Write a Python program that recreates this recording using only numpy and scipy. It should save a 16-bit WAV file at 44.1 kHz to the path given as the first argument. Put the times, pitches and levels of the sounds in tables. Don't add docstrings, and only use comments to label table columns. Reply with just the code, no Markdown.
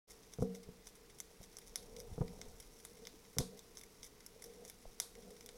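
import sys
import numpy as np
from scipy import signal
from scipy.fft import rfft, irfft
from scipy.io import wavfile

SR = 44100
rng = np.random.default_rng(int(sys.argv[2]) if len(sys.argv) > 2 else 0)


def inscribe(sig):
    pcm = np.round(np.clip(np.atleast_2d(sig).T, -1, 1) * 32767)
    wavfile.write(sys.argv[1], SR, pcm.astype(np.int16))


N = 245637
TIME = np.arange(N) / SR

# (frequency [Hz], bandwidth [Hz], gain [dB])
AIR_MODES = [(189.8, 25, -4.5), (252, 7.4, -6.5), (409, 21.5, -5), (473, 27.5, 1.5), (735, 73, -16)]
# (frequency [Hz], relative density [dB])
HANDLING_SPECTRUM = [(15, -4.5), (30, 6.5), (60, -5), (120, -9), (300, -18), (900, -21), (2500, -58.5)]


def blisters(count=64, faint_per_s=4, faint_db=-44.5, faint_treble_db=-11, spread_db=2):
    # (time [s], relative level [dB], treble share [dB])
    prominent = [(0.1067, -38.5, -15), (0.2313, -42.5, -19), (0.336, -30.5, -23), (0.5492, -33, -18),
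                 (0.8702, -28, -30), (0.9518, -45.5, -5), (1.1852, -41, -7), (1.2017, -28, -5),
                 (1.4377, -37.5, -23), (1.5683, -31.5, -10), (1.5848, -37.5, -5), (1.7573, -25, -3),
                 (1.9644, -35, -15.5), (2.001, -33.5, -11), (2.279, -36.5, -28), (2.4145, -25, -27),
                 (2.5999, -39.5, -2.5), (2.7995, -40, -12), (2.8503, -25.5, -9.5), (3.052, -32, -23),
                 (3.0704, -25.5, -21), (3.248, -43, -25), (3.3842, -7, -18.5), (3.5918, -30.5, -18),
                 (3.771, -33.5, -12.5), (3.8114, -35.5, -11), (3.8345, -38, -8), (4.0304, -31.5, -21),
                 (4.2045, -39, -16), (4.2628, -34, -6.5), (4.4212, -38, -4), (4.4398, -37, -5.5),
                 (4.65, -29.5, -30), (4.698, -26, -16.5), (5.0002, -12, -13.5), (5.1517, -34.5, -28),
                 (5.3041, -39.5, -10.5), (5.3642, -41.5, -16), (5.408, -32.5, -22), (5.4608, -27, -20),
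                 (5.4896, -30, -34)]
    gap, size, colour = rng.uniform(-1, 1, (count, 3)).T
    times = np.cumsum(1 + gap) / faint_per_s
    faint = np.transpose([times, faint_db + spread_db * size, faint_treble_db + spread_db * colour])
    return np.vstack([prominent, faint[times < N / SR]])


def rupture(tear_s, tear_share, fizzle_s, fizzle_share):
    force = tear_share * burst(tear_s) + fizzle_share * burst(fizzle_s)
    force[0] += 1
    return force / np.linalg.norm(force)


def crackles(gain_db, treble_hz, body_hz, lag_s, open_pop_db):
    usual_db, usual_treble_db = -24.5, -18
    on_shell, escaping = np.zeros((2, N))
    for s, db, treble_db in blisters():
        slowness = from_db(2.03 * (open_pop_db - db))
        tick = rupture(tear_s=0.000093 * slowness, tear_share=0.86 * slowness,
                       fizzle_s=0.0031, fizzle_share=0.29 * slowness)
        body_db = 0.3679 * (usual_db - db) + 2.5 * rng.uniform(-1, 1)
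        treble = (from_db(treble_db - usual_treble_db) - 1) * resonate(tick, [(treble_hz, 6000, 0)])
        body = (from_db(body_db) - 1) * resonate(tick, [(body_hz, 3200, 0)])
        tick = from_db(db + gain_db) * (tick + treble + body)
        add(on_shell, s + lag_s, tick)
        add(escaping, s + lag_s, tick * from_db(1.5 * min(db - open_pop_db, 0)))
    return on_shell, escaping


def sizzle(simmer_db, spit_db, highpass_hz):
    # (time [s], relative level [dB])
    simmer_curve = [(0, -0.5), (0.7, -8.5), (1.1, -4), (2.4, 1), (3.7, -2), (4.2, -3), (5.57, -0.5)]
    # (peak time [s], relative level [dB])
    spits = [(0.115, -58), (0.336, -64), (0.424, -54.5), (0.558, -60), (0.875, -58), (1.433, -56.5),
             (1.679, -57.5), (2.0, -58.5), (2.797, -66), (3.784, -55.5), (4.052, -51.5), (4.455, -59.5),
             (4.679, -56)]
    simmer_gain = from_db(np.interp(TIME, *np.transpose(simmer_curve)) + simmer_db)
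    simmer = simmer_gain * grains(per_s=520, spread_db=3.0)
    spit_gain = sum(swell(s, db + spit_db, sigma_s=0.015) for s, db in spits)
    fizz = spit_gain * grains(per_s=2500, spread_db=10.5)
    return cut(simmer + fizz, highpass_hz, "high", order=1)


def grains(per_s, spread_db):
    sizes = from_db(spread_db * np.minimum(rng.exponential(1, N), 3)) * rng.choice([-1, 1], N)
    return rms_one(sizes * (rng.random(N) < per_s / SR))


def car_shell(force):
    # (frequency [Hz], bandwidth [Hz], gain [dB])
    shell_modes = [(740, 425, -7), (1376, 400, -7.5), (2103, 210, 0.5), (2466, 100, -6.5), (3524, 327, 0),
                   (5044, 456, 1), (6030, 810, 2.5), (7310, 850, -4), (7300, 940, -1), (9650, 334, -2.5),
                   (10350, 400, -3), (11750, 120, -8.5), (13240, 360, -6), (16300, 270, -42)]
    return resonate(force, shell_modes)


def contacts():
    # (time [s], relative level [dB], contact time [ms])
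    nudges = [(0.674, -54, 9.2), (0.6889, -43, 2.7), (1.403, -51, 4), (2.114, -44.5, 4.7),
              (2.122, -38.5, 11), (2.465, -44.5, 27), (4.857, -43.5, 33)]
    # (knock time [s], knock [dB], touch [dB], weight [dB], weight's lead [s], share to the basin [dB])
    hand_bumps = [(0.4233, -24, -38, -35.5, 0.0178, -0.5), (2.2168, -31, -36.5, -25, 0.00345, -4.5),
                  (3.4053, -31.5, -37.5, -27.5, 0.0169, -6)]
    touch_lead_s, rebound_s, grip_lead_s = 0.037, 0.006, 0.009
    touch_ms, rebound_ms, weight_ms, grip_ms, knock_ms = 1.0, 2.8, 5.3, 3.77, 1.17
    rows = [(s, db, contact_ms, 0) for s, db, contact_ms in nudges]
    for s, knock_db, touch_db, weight_db, weight_lead_s, passed_db in hand_bumps:
        rows += [(s - touch_lead_s, touch_db, touch_ms, passed_db),
                 (s - touch_lead_s + rebound_s, touch_db, rebound_ms, passed_db),
                 (s - weight_lead_s, weight_db, weight_ms, passed_db),
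                 (s - grip_lead_s, weight_db - 4, grip_ms, passed_db),
                 (s, knock_db, knock_ms, passed_db)]
    return rows


def bumps(push_db, case_db, basin_db, rub_db, rub_s):
    # (frequency [Hz], gain [dB], T60 [s])
    case_modes = [(137, -21, 0.07), (253, -7.5, 0.057), (497, -3.5, 0.11), (710, -1.5, 0.015),
                  (930, -43, 0.0084), (1430, -15, 0.047)]
    # (frequency [Hz], gain [dB], T60 [s])
    basin_modes = [(179, -22.5, .35), (189, -17.5, .4), (243, -27, .4), (307, -35, .35), (446, -24, .3),
                   (466, -19.5, .37), (690, -39, .4)]
    push, on_case, on_basin, rub = np.zeros((4, N))
    for s, db, contact_ms, passed_db in contacts():
        phase = np.minimum(TIME[:2048] * 1000 / contact_ms, 1)
        pulse = np.sin(np.pi * phase) ** 2
        add(push, s, from_db(db) * pulse)
        add(on_case, s, from_db(db) * pulse / pulse.sum())
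        add(on_basin, s, from_db(db + passed_db) * pulse / pulse.sum())
        add(rub, s, from_db(db) * np.exp(-TIME[:SR // 4] / rub_s))
    case = sum(from_db(db + case_db) * ring(on_case, hz, t60) for hz, db, t60 in case_modes)
    basin = sum(from_db(db + basin_db) * ring(on_basin, hz, t60) for hz, db, t60 in basin_modes)
    drag = cut(from_db(rub_db) * rub * coloured_noise(HANDLING_SPECTRUM, N), 1500, "low")
    return drag - cut(from_db(push_db) * push + case + basin, 14, "high", order=1)


def taps(rise_cycles):
    # (time [s], envelope peak [dB], frequency [Hz])
    finger_taps = [(1.312, -56.5, 617), (1.412, -50, 600), (2.334, -51.5, 656), (2.391, -49.5, 606),
                   (3.14, -51.5, 332), (4.362, -50.5, 480), (4.854, -44.5, 626)]
    out, t = np.zeros(N), TIME[:2048]
    for s, db, hz in finger_taps:
        age = t * hz / rise_cycles
        envelope = from_db(db) * age ** 2 * np.exp(2 * (1 - age))
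        add(out, s, envelope * np.sin(2 * np.pi * hz * t))
    return out


def basin_walls(x, share, decay_s, nearest_s):
    echoes = share * burst(decay_s) * (TIME[:1024] > nearest_s)
    return x + signal.fftconvolve(x, echoes)[:N]


def room(x, wet_db, t60, treble_t60, treble_hz, first_echo_s):
    # (frequency [Hz], relative density [dB])
    tail_spectrum = [(100, -9), (500, -4), (1500, -6.5), (2900, -11), (3700, 1), (5200, -2), (7500, -5),
                     (10500, -3.5), (12500, -11), (15500, -20)]
    t = TIME[:SR // 2]
    noise = coloured_noise(tail_spectrum, len(t))
    low = cut(noise, treble_hz, "low", order=1)
    tail = low * from_db(-60 * t / t60) + (noise - low) * from_db(-60 * t / treble_t60)
    tail *= t > first_echo_s
    return from_db(wet_db) * signal.fftconvolve(x, tail / np.linalg.norm(tail))[:N]


def boom(x, gain_db, t60):
    tail = resonate(rng.standard_normal(SR), AIR_MODES) * from_db(-60 * TIME[:SR] / t60)
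    return from_db(gain_db) * signal.fftconvolve(x, tail / np.linalg.norm(tail))[:N]


def hiss(level_db):
    # (frequency [Hz], relative density [dB])
    hiss_spectrum = [(59, -65), (100, -10.5), (185, -5), (358, -7), (452, 1), (502, -11.5), (818, -16.5),
                     (970, -13.5), (1760, -18.5), (1910, -15.5), (2990, -19.5), (5190, -17.5),
                     (6990, -21.5), (10500, -23), (16000, -26.5)]
    return from_db(level_db) * coloured_noise(hiss_spectrum, N)


def handling_rumble(steady_db, regrip_s, regrip_db):
    envelope = from_db(steady_db) + swell(regrip_s, regrip_db, sigma_s=0.26)
    return envelope * coloured_noise(HANDLING_SPECTRUM, N)


def basin_hum(steady_db, swell_gain_db):
    # (peak time [s], relative level [dB], Gaussian width [s])
    hum_swells = [(0.168, -75.5, 0.039), (0.55, -61.5, 0.035), (0.681, -58.5, 0.0094), (1.798, -64, 0.033),
                  (1.986, -58.5, 0.079), (2.42, -62.5, 0.071), (3.02, -64.5, 0.057), (3.547, -57, 0.02),
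                  (4.476, -63, 0.047), (4.632, -60.5, 0.035), (5.178, -57.5, 0.016), (5.293, -59, 0.044),
                  (5.56, -66, 0.088)]
    swelling = sum(swell(s, db + swell_gain_db, sigma_s) for s, db, sigma_s in hum_swells)
    return (from_db(steady_db) + swelling) * rms_one(resonate(rng.standard_normal(N), AIR_MODES))


def resonate(x, resonances):
    out = 0
    for k, (hz, width, db) in enumerate(resonances):
        r = np.exp(-np.pi * width / SR)
        poles = [1, -2 * r * np.cos(2 * np.pi * hz / SR), r * r]
        band = (1 - r * r) / 2 * signal.lfilter([1, 0, -1], poles, x + 1e-18)
        out = out + (-1) ** k * from_db(db) * band
    return out


def ring(x, hz, t60):
    r, w = from_db(-60 / (t60 * SR)), 2 * np.pi * hz / SR
    return signal.lfilter([0, np.sin(w)], [1, -2 * r * np.cos(w), r * r], x + 1e-18)


def burst(decay_s, size=1024):
    puff = rng.standard_normal(size) * np.exp(-TIME[:size] / decay_s)
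    return puff / np.linalg.norm(puff)


def swell(s, db, sigma_s):
    return from_db(db) * np.exp(-((TIME - s) / sigma_s) ** 2 / 2)


def coloured_noise(spectrum, size):
    hz, db = np.transpose(spectrum)
    bins = np.maximum(np.fft.rfftfreq(size, 1 / SR), 1)
    gain = from_db(np.interp(np.log(bins), np.log(hz), db))
    return rms_one(irfft(rfft(rng.standard_normal(size)) * gain, size))


def cut(x, hz, kind, order=2):
    return signal.sosfilt(signal.butter(order, min(hz, .45 * SR), kind, fs=SR, output="sos"), x)


def add(track, s, sound):
    at = int(np.clip(round(s * SR), 0, N - 1))
    track[at:at + len(sound)] += sound[:N - at]


def rms_one(x):
    return x / np.sqrt(np.mean(x ** 2) + 1e-20)


def from_db(db):
    return 10 ** (np.asarray(db) / 20)


def scene():
    on_shell, escaping = crackles(gain_db=9, treble_hz=11440, body_hz=1480, lag_s=0.00054,
                                  open_pop_db=-23.5)
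    on_shell += sizzle(simmer_db=-60.0, spit_db=6.5, highpass_hz=6000)
    fire = basin_walls(car_shell(on_shell), share=0.53, decay_s=0.0059, nearest_s=0.00055)
    knocks = bumps(push_db=-1.0, case_db=-2, basin_db=5.5, rub_db=-13.5, rub_s=0.011)
    knocks += taps(rise_cycles=0.93)
    echo = room(escaping + knocks, wet_db=-17.0, t60=0.27, treble_t60=0.14, treble_hz=11000,
                first_echo_s=0.015)
    echo += boom(knocks, gain_db=-26.5, t60=0.33)
    background = hiss(level_db=-65)
    background += handling_rumble(steady_db=-67.5, regrip_s=2.21, regrip_db=-59.5)
    background += basin_hum(steady_db=-71.1, swell_gain_db=1.9)
    return (fire + knocks + echo + background)[None]


def record(dry):
    start_s, fade_s, cutoff_hz = 0.0723, 0.017, 16000
    fade_in = np.clip((TIME - start_s) / fade_s, 0, 1)
    return signal.sosfilt(signal.ellip(10, .1, 70, cutoff_hz, fs=SR, output="sos"), dry * fade_in)


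dry = scene()
out = record(dry)
inscribe(out)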